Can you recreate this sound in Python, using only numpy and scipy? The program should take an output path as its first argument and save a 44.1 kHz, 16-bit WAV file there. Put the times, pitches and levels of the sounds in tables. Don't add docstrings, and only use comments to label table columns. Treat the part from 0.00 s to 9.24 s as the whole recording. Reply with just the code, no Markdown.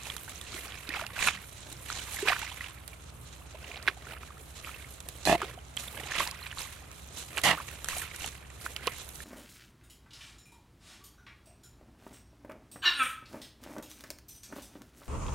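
import sys
import numpy as np
from scipy import signal
from scipy.fft import rfft, irfft, next_fast_len
from scipy.io import wavfile
from scipy.ndimage import uniform_filter1d, map_coordinates

SR = 44100
rng = np.random.default_rng(int(sys.argv[2]) if len(sys.argv) > 2 else 0)


def wrap_up_sound(samples):
    columns = np.atleast_2d(samples).T
    tamed = np.clip(columns, -1, 1)
    steps = np.round(tamed * 32767).astype(np.int16)
    wavfile.write(sys.argv[1], SR, steps)


N = 407484


def amp(db):
    return 10 ** (np.asarray(db) / 20)


def unit(x):
    return x / np.sqrt(np.mean(x ** 2) + 1e-20)


def along(points, hz):
    f, v = np.transpose(points)
    return np.interp(np.log(hz + 1), np.log(f + 1), v)


def wobble(rate):
    knots = rng.standard_normal(int(N * rate / SR) + 4)
    return map_coordinates(knots, [np.arange(N) * rate / SR])


def filtered(x, response):
    n = x.shape[-1]
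    m = next_fast_len(n + SR // 4)
    return irfft(rfft(x, m) * response(np.fft.rfftfreq(m, 1 / SR)), m)[..., :n]


def impulses(s, db):
    return np.bincount(np.round(s * SR).astype(int), amp(db), N)[:N]


def decays(s, db, t60_s):
    return signal.fftconvolve(impulses(s, db), amp(-60 * np.arange(2048) / SR / t60_s))[:N]


def bubbles(s, db, hz, cycles, rise, size):
    t = np.arange(size) / SR
    turns = t * hz[:, None]
    age = turns / np.maximum(cycles, .3)[:, None]
    envelope = amp(db)[:, None] * np.e * 2 * age * np.exp(-2 * age)
    wave = envelope * np.sin(2 * np.pi * turns * (1 + rise * age / 2))
    at = np.round(s * SR).astype(int)[:, None] + np.arange(size)
    return np.bincount(at.ravel(), wave.ravel(), N + size)[:N]


def swarm(count, mid_hz, spread, cycles, scatter_db, size, rise=0.066):
    s = rng.random(count) * (N - 1) / SR
    pitch, life, strength = rng.standard_normal((3, count))
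    hz = np.clip(mid_hz * np.exp(spread * pitch), 100, SR / 3)
    db = scatter_db * np.clip(strength, -2, 2)
    return unit(bubbles(s, db, hz, cycles * np.exp(0.354 * life), rise, size))


# (frequency [Hz], shared power [ratio])
NEAR_COHERENCE = [(200, .98), (1000, .86), (2500, .6), (5000, .3), (10000, .1)]
def rush(spectrum):
    def response(hz):
        shared = np.clip(along(NEAR_COHERENCE, hz), 0, 1)
        return amp(along(spectrum, hz)) * np.sqrt([shared, 1 - shared, 1 - shared])
    common, left, right = filtered(rng.standard_normal((3, N)), response)
    return unit(common + np.array([left, right]))


# (frequency [Hz], relative density [dB])
FIELD_SPECTRUM = [(15, -46), (25, -20), (36, -10), (49, -5), (74, 1), (141, -3.5), (217, -11.5),
                  (840, -16.5), (1290, -15), (1840, -22.5), (2840, -22.5), (5000, -38), (9320, -31),
                  (13600, -38), (14800, -56), (16000, -79)]
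# (frequency [Hz], correlation [ratio])
FIELD_COHERENCE = [(25, 0.9), (60, 0.88), (130, 0.86), (290, 0.22), (640, 0.0018), (1410, 0), (3100, 0),
                   (6820, 0), (15000, 0.0)]
FAR_BALANCE_DB = [[-.8], [.8]]
def field(level_db=-52.5):
    def response(hz):
        angle = np.arccos(np.clip(along(FIELD_COHERENCE, hz), -1, 1)) / 2
        return amp(along(FIELD_SPECTRUM, hz)) * [np.cos(angle), np.sin(angle)]
    noise = rng.standard_normal((2, N)) * amp(0.23 * wobble(1.1))
    mid, side = filtered(noise, response)
    return amp(level_db) * unit(np.array([mid + side, mid - side])) * amp(FAR_BALANCE_DB)


# (time [s], firing rate [Hz], relative level [dB])
PUMP_FIRING = [(0.0, 62.4, -54.5), (5.6, 62.63, -52), (6.5, 66.36, -55.5), (9.24, 64.9, -53)]
TRACTOR_FIRING = [(0.0, 104.3, -75), (0.62, 98.6, -63), (2.37, 93.6, -56), (2.981, 80.3, -54),
                  (3.73, 75.9, -58), (4.4, 78.2, -53), (4.71, 70.2, -58), (6.31, 93, -63),
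                  (7.49, 76.8, -57), (8.29, 79.1, -59), (9.24, 76.25, -68)]
def engines():
    out = 0
    for rows in (PUMP_FIRING, TRACTOR_FIRING):
        s, *columns = np.transpose(rows)
        hz, db = [np.interp(np.arange(N) / SR, s, c) for c in columns]
        phase = 2 * np.pi * np.cumsum(hz * (1 + 0.0041 * wobble(4))) / SR
        level = amp(db + 1.5 + 1.3 * wobble(5))
        second = amp(-10 + 5.3 * wobble(9.6)) * np.sin(2 * phase + 0.95 * wobble(9))
        out = out + level * (np.sin(phase) + second)
    return out * amp(FAR_BALANCE_DB)


# (frequency [Hz], relative density [dB])
SPRAY_SPECTRUM = [(2350, -4), (4000, 2.5), (4840, -6), (6700, 1), (11200, -2), (14800, -11), (16000, -57)]
def spray(split_hz=8500):
    drops = [swarm(3000, mid_hz=8440, spread=0.309, cycles=4.4, scatter_db=9.5, size=96)
             for port in range(2)]
    mist = unit(rush(SPRAY_SPECTRUM) + .5 * np.array(drops))
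    fine = filtered(mist, lambda hz: 1 / (1 + (split_hz / (hz + 1)) ** 8))
    return sum(amp(3.3 * wobble(12) + 1.96 * wobble(55)) * band for band in (mist - fine, fine))


# (time [s], relative level [dB], frequency [Hz])
SNAPS = [(0.0343, -36, 7150), (0.1658, -28, 11100), (0.2947, -34, 8520), (0.414, -35, 8400),
         (0.8911, -30, 4510), (1.0655, -33.5, 4570), (1.275, -26, 6100), (1.7025, -41, 9040),
         (1.7268, -32.5, 9000), (1.902, -32.5, 4270), (2.393, -31, 13100), (2.8782, -31.5, 11100),
         (3.8268, -38, 4460), (5.0041, -34.5, 7400), (5.0875, -27.5, 9980), (5.2536, -23, 4300),
         (5.418, -34.5, 8240), (5.768, -27.5, 7550), (6.2747, -27.5, 4700), (6.3121, -30.5, 4760),
         (6.9152, -40, 5930), (7.075, -47, 13700), (7.379, -26, 8600), (7.416, -32, 10700),
         (7.4362, -23, 7400), (7.8448, -26.5, 7640), (7.8865, -22.5, 6900), (7.9835, -26, 8880),
         (8.1615, -31.5, 10300), (8.2616, -28, 9300), (8.7642, -30.5, 4610), (8.871, -22.5, 4220),
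         (9.09, -34.5, 11200), (9.1575, -36, 7550)]
def ticks():
    s, db, hz = np.transpose(SNAPS)
    lag = .00004 * rng.standard_normal(len(s))
    cycles = np.full_like(hz, 1.8)
    clicks = [bubbles(s + side * lag, db + 5.5, hz, cycles, rise=0.009, size=128) for side in (1, -1)]
    fizz = decays(s, db - 5, t60_s=0.021) * rush(SPRAY_SPECTRUM)
    return np.array(clicks) + fizz


# (frequency [Hz], relative density [dB])
MUD_SPECTRUM = [(100, -47), (200, -0.5), (400, -2), (700, 0.5), (1100, -26.5)]
def mud():
    noise = rush(MUD_SPECTRUM)
    return noise + 0.59 * swarm(600, mid_hz=484.4, spread=0.339, cycles=4.3, scatter_db=1, size=1024)


# (frequency [Hz], relative density [dB])
SLOSH_SPECTRUM = [(410, -73), (700, -7.5), (876, -9.5), (1010, -1.5), (1670, -3.5), (2380, 1.5),
                  (5060, -13), (6000, -17), (7800, -65), (13200, -120)]
def slosh():
    noise = rush(SLOSH_SPECTRUM)
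    return noise + 0.61 * swarm(4000, mid_hz=2102, spread=0.367, cycles=4.5, scatter_db=6.5, size=512)


def gurgle():
    rings = swarm(600, mid_hz=1595, spread=.45, cycles=6.9, scatter_db=3, size=512, rise=0.213)
    return rings * (1 + 0.32 * wobble(900))


# (peak time [s], rise [s], fall [s], slosh level [dB], mud level [dB], spray level [dB])
FOOT_STROKES = [(0.061, 0.23, 0.36, -45, -56, -44), (0.29, 0.09, 0.45, -56, -59, -48),
                (0.57, 0.25, 0.43, -45, -53, -40.5), (0.73, 0.13, 0.13, -45.5, -66, -54),
                (0.96, 0.19, 0.22, -38, -50.5, -48.5), (1.165, 0.014, 0.13, -37, -56, -42),
                (1.264, 0.1, 0.12, -29, -55, -31), (1.72, 0.21, 0.09, -55.5, -53, -49.5),
                (1.93, 0.15, 0.21, -45.5, -72, -41), (2.16, 0.42, 0.35, -45.5, -62, -36.5),
                (2.285, 0.057, 0.095, -25.5, -43, -38), (2.325, .03, 0.056, -32.5, -55, -45),
                (2.44, 0.44, 0.37, -42.5, -66, -45), (2.63, 0.057, .17, -43.5, -72, -51),
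                (2.89, 0.061, 0.11, -57, -64, -54), (3.28, 0.034, .2, -95, -78, -60),
                (3.71, 0.28, 0.46, -49, -52.5, -58), (3.882, 0.034, 0.043, -35.5, -40.5, -45),
                (4.1, 0.12, 0.27, -46.5, -49, -52.5), (4.41, .1, 0.12, -73, -56, -52),
                (4.57, 0.031, 0.16, -59, -72, -44.5), (4.68, 0.12, 0.39, -48.5, -59, -47),
                (4.94, 0.3, 0.07, -74, -65, -49.5), (5.1, 0.12, 0.29, -60, -55.5, -48),
                (5.429, 0.11, 0.14, -41, -45, -45.5), (5.79, 0.039, 0.63, -49, -58, -42),
                (5.99, 0.16, .12, -47, -47.5, -64), (6.191, 0.21, .22, -32.5, -45, -36),
                (6.46, .1, .13, -45, -69, -45.5), (6.59, 0.064, 0.42, -45.5, -75, -43.5),
                (6.93, 0.089, 0.054, -56, -60, -49), (7.18, 0.071, 0.21, -55, -62, -42.5),
                (7.382, .07, 0.058, -36.5, -40.5, -39.5), (7.555, .03, 0.73, -46.5, -52.5, -46.5),
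                (7.901, 0.052, 0.28, -38.5, -74, -35), (8.03, 0.17, 0.18, -43, -65, -42.5),
                (8.22, 0.21, 0.39, -48.5, -62, -46), (8.659, .12, 0.19, -48.5, -51, -44.5),
                (8.872, 0.13, 0.17, -42, -50.5, -45), (9.1, 0.6, 1, -63, -62, -49)]
# (slosh level [dB], mud level [dB], spray level [dB])
SEEPAGE = [-67.5, -66, -57]
def stroke_gains(swell_db=21, roundness=0.87, step=64):
    t = np.arange(0, N + step, step) / SR
    s, rise, fall, *top_db = np.transpose(FOOT_STROKES)
    after = t - s[:, None]
    away = np.abs(after) / np.where(after < 0, rise[:, None], fall[:, None])
    swell = amp(-swell_db * away ** roundness)
    power = amp(top_db) ** 2 @ swell ** 2 + amp(SEEPAGE)[:, None] ** 2
    return [np.interp(np.arange(N) / SR, t, np.sqrt(p)) for p in power]


def wading():
    slosh_gain, mud_gain, spray_gain = stroke_gains()
    churn = amp(0.71 * wobble(30) + 1.64 * wobble(80) + 3.2 * wobble(220))
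    return (slosh_gain * unit(churn * slosh())
            + amp(-16) * slosh_gain ** .8 * gurgle()
            + mud_gain * unit(churn * mud())
            + spray_gain * unit(churn ** .5 * spray()))


# (time [s], level [dB], frequency [Hz], life [cycles]); 2 cycles smack, 8 ring
AIR_POCKETS = [(0.063, -41, 2510, 2), (0.1008, -29, 3300, 3), (0.1655, -36, 1310, 2.2),
               (0.279, -38, 1450, 3), (0.413, -36.5, 3450, 3.6), (0.5451, -40, 320, 1.9),
               (0.7218, -33.5, 3150, 4.5), (0.89, -37.5, 275, 1.8), (0.891, -32.5, 2410, 7),
               (0.9033, -31, 1780, 6), (0.9384, -27.5, 2160, 6), (0.948, -29, 1370, 3.3),
               (0.9626, -34, 1140, 5), (0.969, -35.5, 754, 4), (0.995, -33, 1300, 6.6),
               (1.019, -36, 610, 5.3), (1.038, -34, 1360, 5.5), (1.0658, -32.5, 2650, 6.4),
               (1.164, -32.5, 1480, 6), (1.1907, -27, 2440, 4), (1.2249, -25, 2280, 7.8),
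               (1.273, -22, 2560, 7.5), (1.2732, -22, 1320, 4.5), (1.2846, -18, 2470, 6.5),
               (1.2849, -22.5, 1180, 3.4), (1.3348, -34, 3100, 4.9), (1.9009, -27.5, 1340, 1.9),
               (1.993, -32, 2930, 5), (2.1684, -34.5, 1930, 7.5), (2.1872, -34, 1620, 7.4),
               (2.2263, -26, 373, 3.5), (2.254, -33, 385, 3), (2.273, -27, 1480, 5),
               (2.284, -21, 2390, 8.6), (2.3008, -24.5, 1810, 6.5), (2.3212, -21.5, 1060, 3.7),
               (2.331, -24, 1370, 4), (2.3645, -30.5, 1430, 4.5), (2.425, -36, 2200, 6.5),
               (2.6078, -32, 1880, 7.7), (2.9312, -43, 2260, 6.4), (3.5449, -41.5, 578, 3.9),
               (3.6431, -33.5, 2720, 3.5), (3.714, -35.5, 2370, 7.6), (3.7592, -35, 2900, 2),
               (3.7687, -32, 3550, 2.1), (3.774, -35, 3800, 2.5), (3.8767, -14, 2110, 1.8),
               (3.8814, -37.5, 342, 3.2), (3.8812, -16.5, 1535, 5.4), (3.882, -21, 2500, 6.7),
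               (3.898, -37, 1240, 3.5), (3.97, -44, 710, 3.7), (4.0675, -41.5, 1320, 5.6),
               (4.1082, -41.5, 1310, 8), (4.135, -43, 2600, 6), (4.165, -44, 1190, 9.2),
               (4.232, -41, 1200, 4.5), (4.305, -44.5, 1094, 4), (4.37, -49, 1230, 5.1),
               (4.647, -34.5, 2560, 3), (4.672, -36, 1190, 4.5), (4.692, -39.5, 1230, 3.3),
               (4.743, -37, 2520, 11), (4.8444, -40.5, 2070, 7), (5.2627, -23.5, 4030, 14),
               (5.417, -23.5, 1140, 4.5), (5.4278, -32, 359, 3.7), (5.431, -30, 1300, 3),
               (5.5756, -39.5, 663, 3.2), (5.7721, -25, 3130, 5.8), (5.8815, -35.5, 3500, 6.3),
               (5.968, -42, 1560, 7), (6.005, -40, 730, 4), (6.1186, -26.5, 1710, 4.6),
               (6.139, -37, 2810, 6), (6.195, -31, 3500, 5.5), (6.204, -22, 1000, 4.2),
               (6.28, -41, 900, 3.9), (6.417, -45.5, 1060, 3.7), (6.4278, -40.5, 4070, 12),
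               (6.4657, -27.5, 2340, 3), (6.514, -30, 2850, 3.9), (6.527, -36, 1660, 3.8),
               (6.5726, -38, 1070, 3), (6.585, -31, 4020, 3.2), (7.372, -25, 2560, 2.2),
               (7.3781, -24.5, 1500, 1.8), (7.3832, -22, 2780, 4), (7.548, -38, 2430, 6),
               (7.574, -34.5, 1080, 12), (7.6006, -33.5, 1020, 6.4), (7.8443, -37, 1240, 2.8),
               (7.8862, -24, 1700, 1.8), (7.918, -34, 2560, 6), (7.966, -34, 650, 2.8),
               (8.1131, -38, 2150, 8), (8.209, -37, 2800, 5), (8.2435, -28, 2840, 2.8),
               (8.2434, -33.5, 710, 2.2), (8.6628, -28.5, 1390, 3.7), (8.7633, -24.5, 3000, 2.3),
               (8.872, -24, 430, 2.05), (8.8743, -22.5, 967, 4.5), (8.876, -22, 2880, 2.7),
               (9.2034, -37, 1690, 4.9)]
def pops(deep_hz=800, climb_hz_per_s=26400):
    s, db, hz, cycles = np.transpose([row for row in AIR_POCKETS if row[2] < deep_hz])
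    gulp = bubbles(s, db, hz, cycles, rise=0.083, size=1536)
    s, db, hz, cycles = np.transpose([row for row in AIR_POCKETS if row[2] >= deep_hz])
    climb = (climb_hz_per_s * cycles / hz ** 2)[:, None]
    ring = bubbles(s, db, hz, cycles, climb, size=1024) * (1 + 0.5 * wobble(1100))
    crack = bubbles(s, db - 6.5, 0.95 * hz, np.full_like(hz, 1.2), rise=.03, size=128)
    wet_noise = unit(filtered(rng.standard_normal(N), lambda f: amp(along(SLOSH_SPECTRUM, f))))
    splat = decays(s, db - 12.5, t60_s=0.041) * wet_noise
    return gulp + ring + crack + splat


def air_column(drive, modes, pitch, fade_db):
    def mode(f, hz, width, db):
        gain = amp(db - fade_db * np.log2(max(hz / 900, 1)))
        return gain * 1j * f * width / ((hz * pitch) ** 2 - f * f + 1j * f * width)
    return filtered(drive, lambda f: sum(mode(f, *row) for row in modes))


# (start [s], end [s], rasp level [dB], attack [s], release [s],
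# initial hiss re rasp [dB], last over first pitch [ratio])
FOOT_PULLS = [(5.253, 5.364, -25, 0.029, 0.0096, -4.5, 1.057), (7.435, 7.553, -23.5, .003, 0.044, -4, 0.92)]
# (frequency [Hz], bandwidth [Hz], gain [dB])
HOLE_MODES = [
    [(175, 73, -12), (316, 180, -9.5), (664, 67, 3), (1760, 150, -6.5), (2550, 110, -4.5), (3450, 110, -13),
     (4150, 120, -22)],
    [(167, 53, -1), (305, 63, -5.5), (880, 640, -2), (1850, 160, 4.5), (2700, 180, 1), (3280, 41, -22),
     (4520, 110, -29)],
]
# (time [s], drive level [dB])
SEAL_SLAPS = [(5.274, 22.5), (5.2965, 23.5), (5.3158, 19), (5.3278, 22.5), (5.3464, 15), (5.3524, 16.5),
              (7.4401, 6), (7.4596, 8), (7.4794, 7), (7.4917, 14)]
# (frequency [Hz], relative density [dB])
HISS_SPECTRUM = [(2500, -30), (4400, -3), (4840, -5), (6700, -1), (11200, -5), (14800, -16), (16000, -55)]
def pulls(start_db=8, end_db=12, hiss_fade_db=16):
    out = np.zeros((2, N))
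    flap = amp(1.14 * wobble(160))
    crackle = 1 + 4 * (rng.random(N) < .006)
    tear = flap * crackle * rush([(60, -10), (130, 4), (4200, 2.5), (6000, -10), (16000, -39)])
    hiss = unit(flap * rush(HISS_SPECTRUM))
    slaps = impulses(*np.transpose(SEAL_SLAPS))
    slaps = uniform_filter1d(uniform_filter1d(slaps, size=9), size=9)
    for (start, end, db, attack, release, hiss_db, slide), modes in zip(FOOT_PULLS, HOLE_MODES):
        span = slice(round(start * SR) - SR // 100, round(end * SR) + SR // 10)
        t = np.arange(N)[span] / SR
        done = np.clip((t - start) / (end - start), 0, 1)
        onset_db = start_db * np.clip(1 - (t - start) / attack, 0, 1)
        offset_db = end_db * np.clip(1 - (end - t) / release, 0, 1)
        gate = uniform_filter1d(1. * (done > 0) * (done < 1), size=60)
        level = gate * amp(db - onset_db - offset_db)
        drive = np.vstack([level * tear[:, span], slaps[span]])
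        early = air_column(np.cos(done * np.pi / 2) * drive, modes, slide ** -.5, fade_db=0)
        late = air_column(np.sin(done * np.pi / 2) * drive, modes, slide ** .5, fade_db=7)
        rung = early + late
        rasp = unit(rung[:2]) * np.sqrt(np.mean(level ** 2))
        leak = level * amp(hiss_db - hiss_fade_db * done) * hiss[:, span]
        out[:, span] += rasp + rung[2] + leak
    return out


# (frequency [Hz], left minus right level [dB])
PORT_LEVEL = [(60, 28), (110, -8), (200, -0.5), (380, -2.5), (700, -3.5), (1290, -2), (2380, -9),
              (4400, -7), (8120, -4.5), (15000, -7)]
# (frequency [Hz], left lead [rad])
PORT_PHASE = [(300, 0), (1600, -.3), (2400, -.9), (3000, 0), (4000, .5), (4700, 0)]
def ports(near):
    side = np.array([[.5], [-.5]])
    return filtered(near, lambda hz: amp(side * along(PORT_LEVEL, hz))
                    * np.exp(1j * side * along(PORT_PHASE, hz)))


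def scene():
    return ports(wading() + pops() + ticks() + pulls()) + engines() + field()


def record(dry):
    return filtered(dry, lambda hz: hz < 16300)


dry = scene()
out = record(dry)
wrap_up_sound(out)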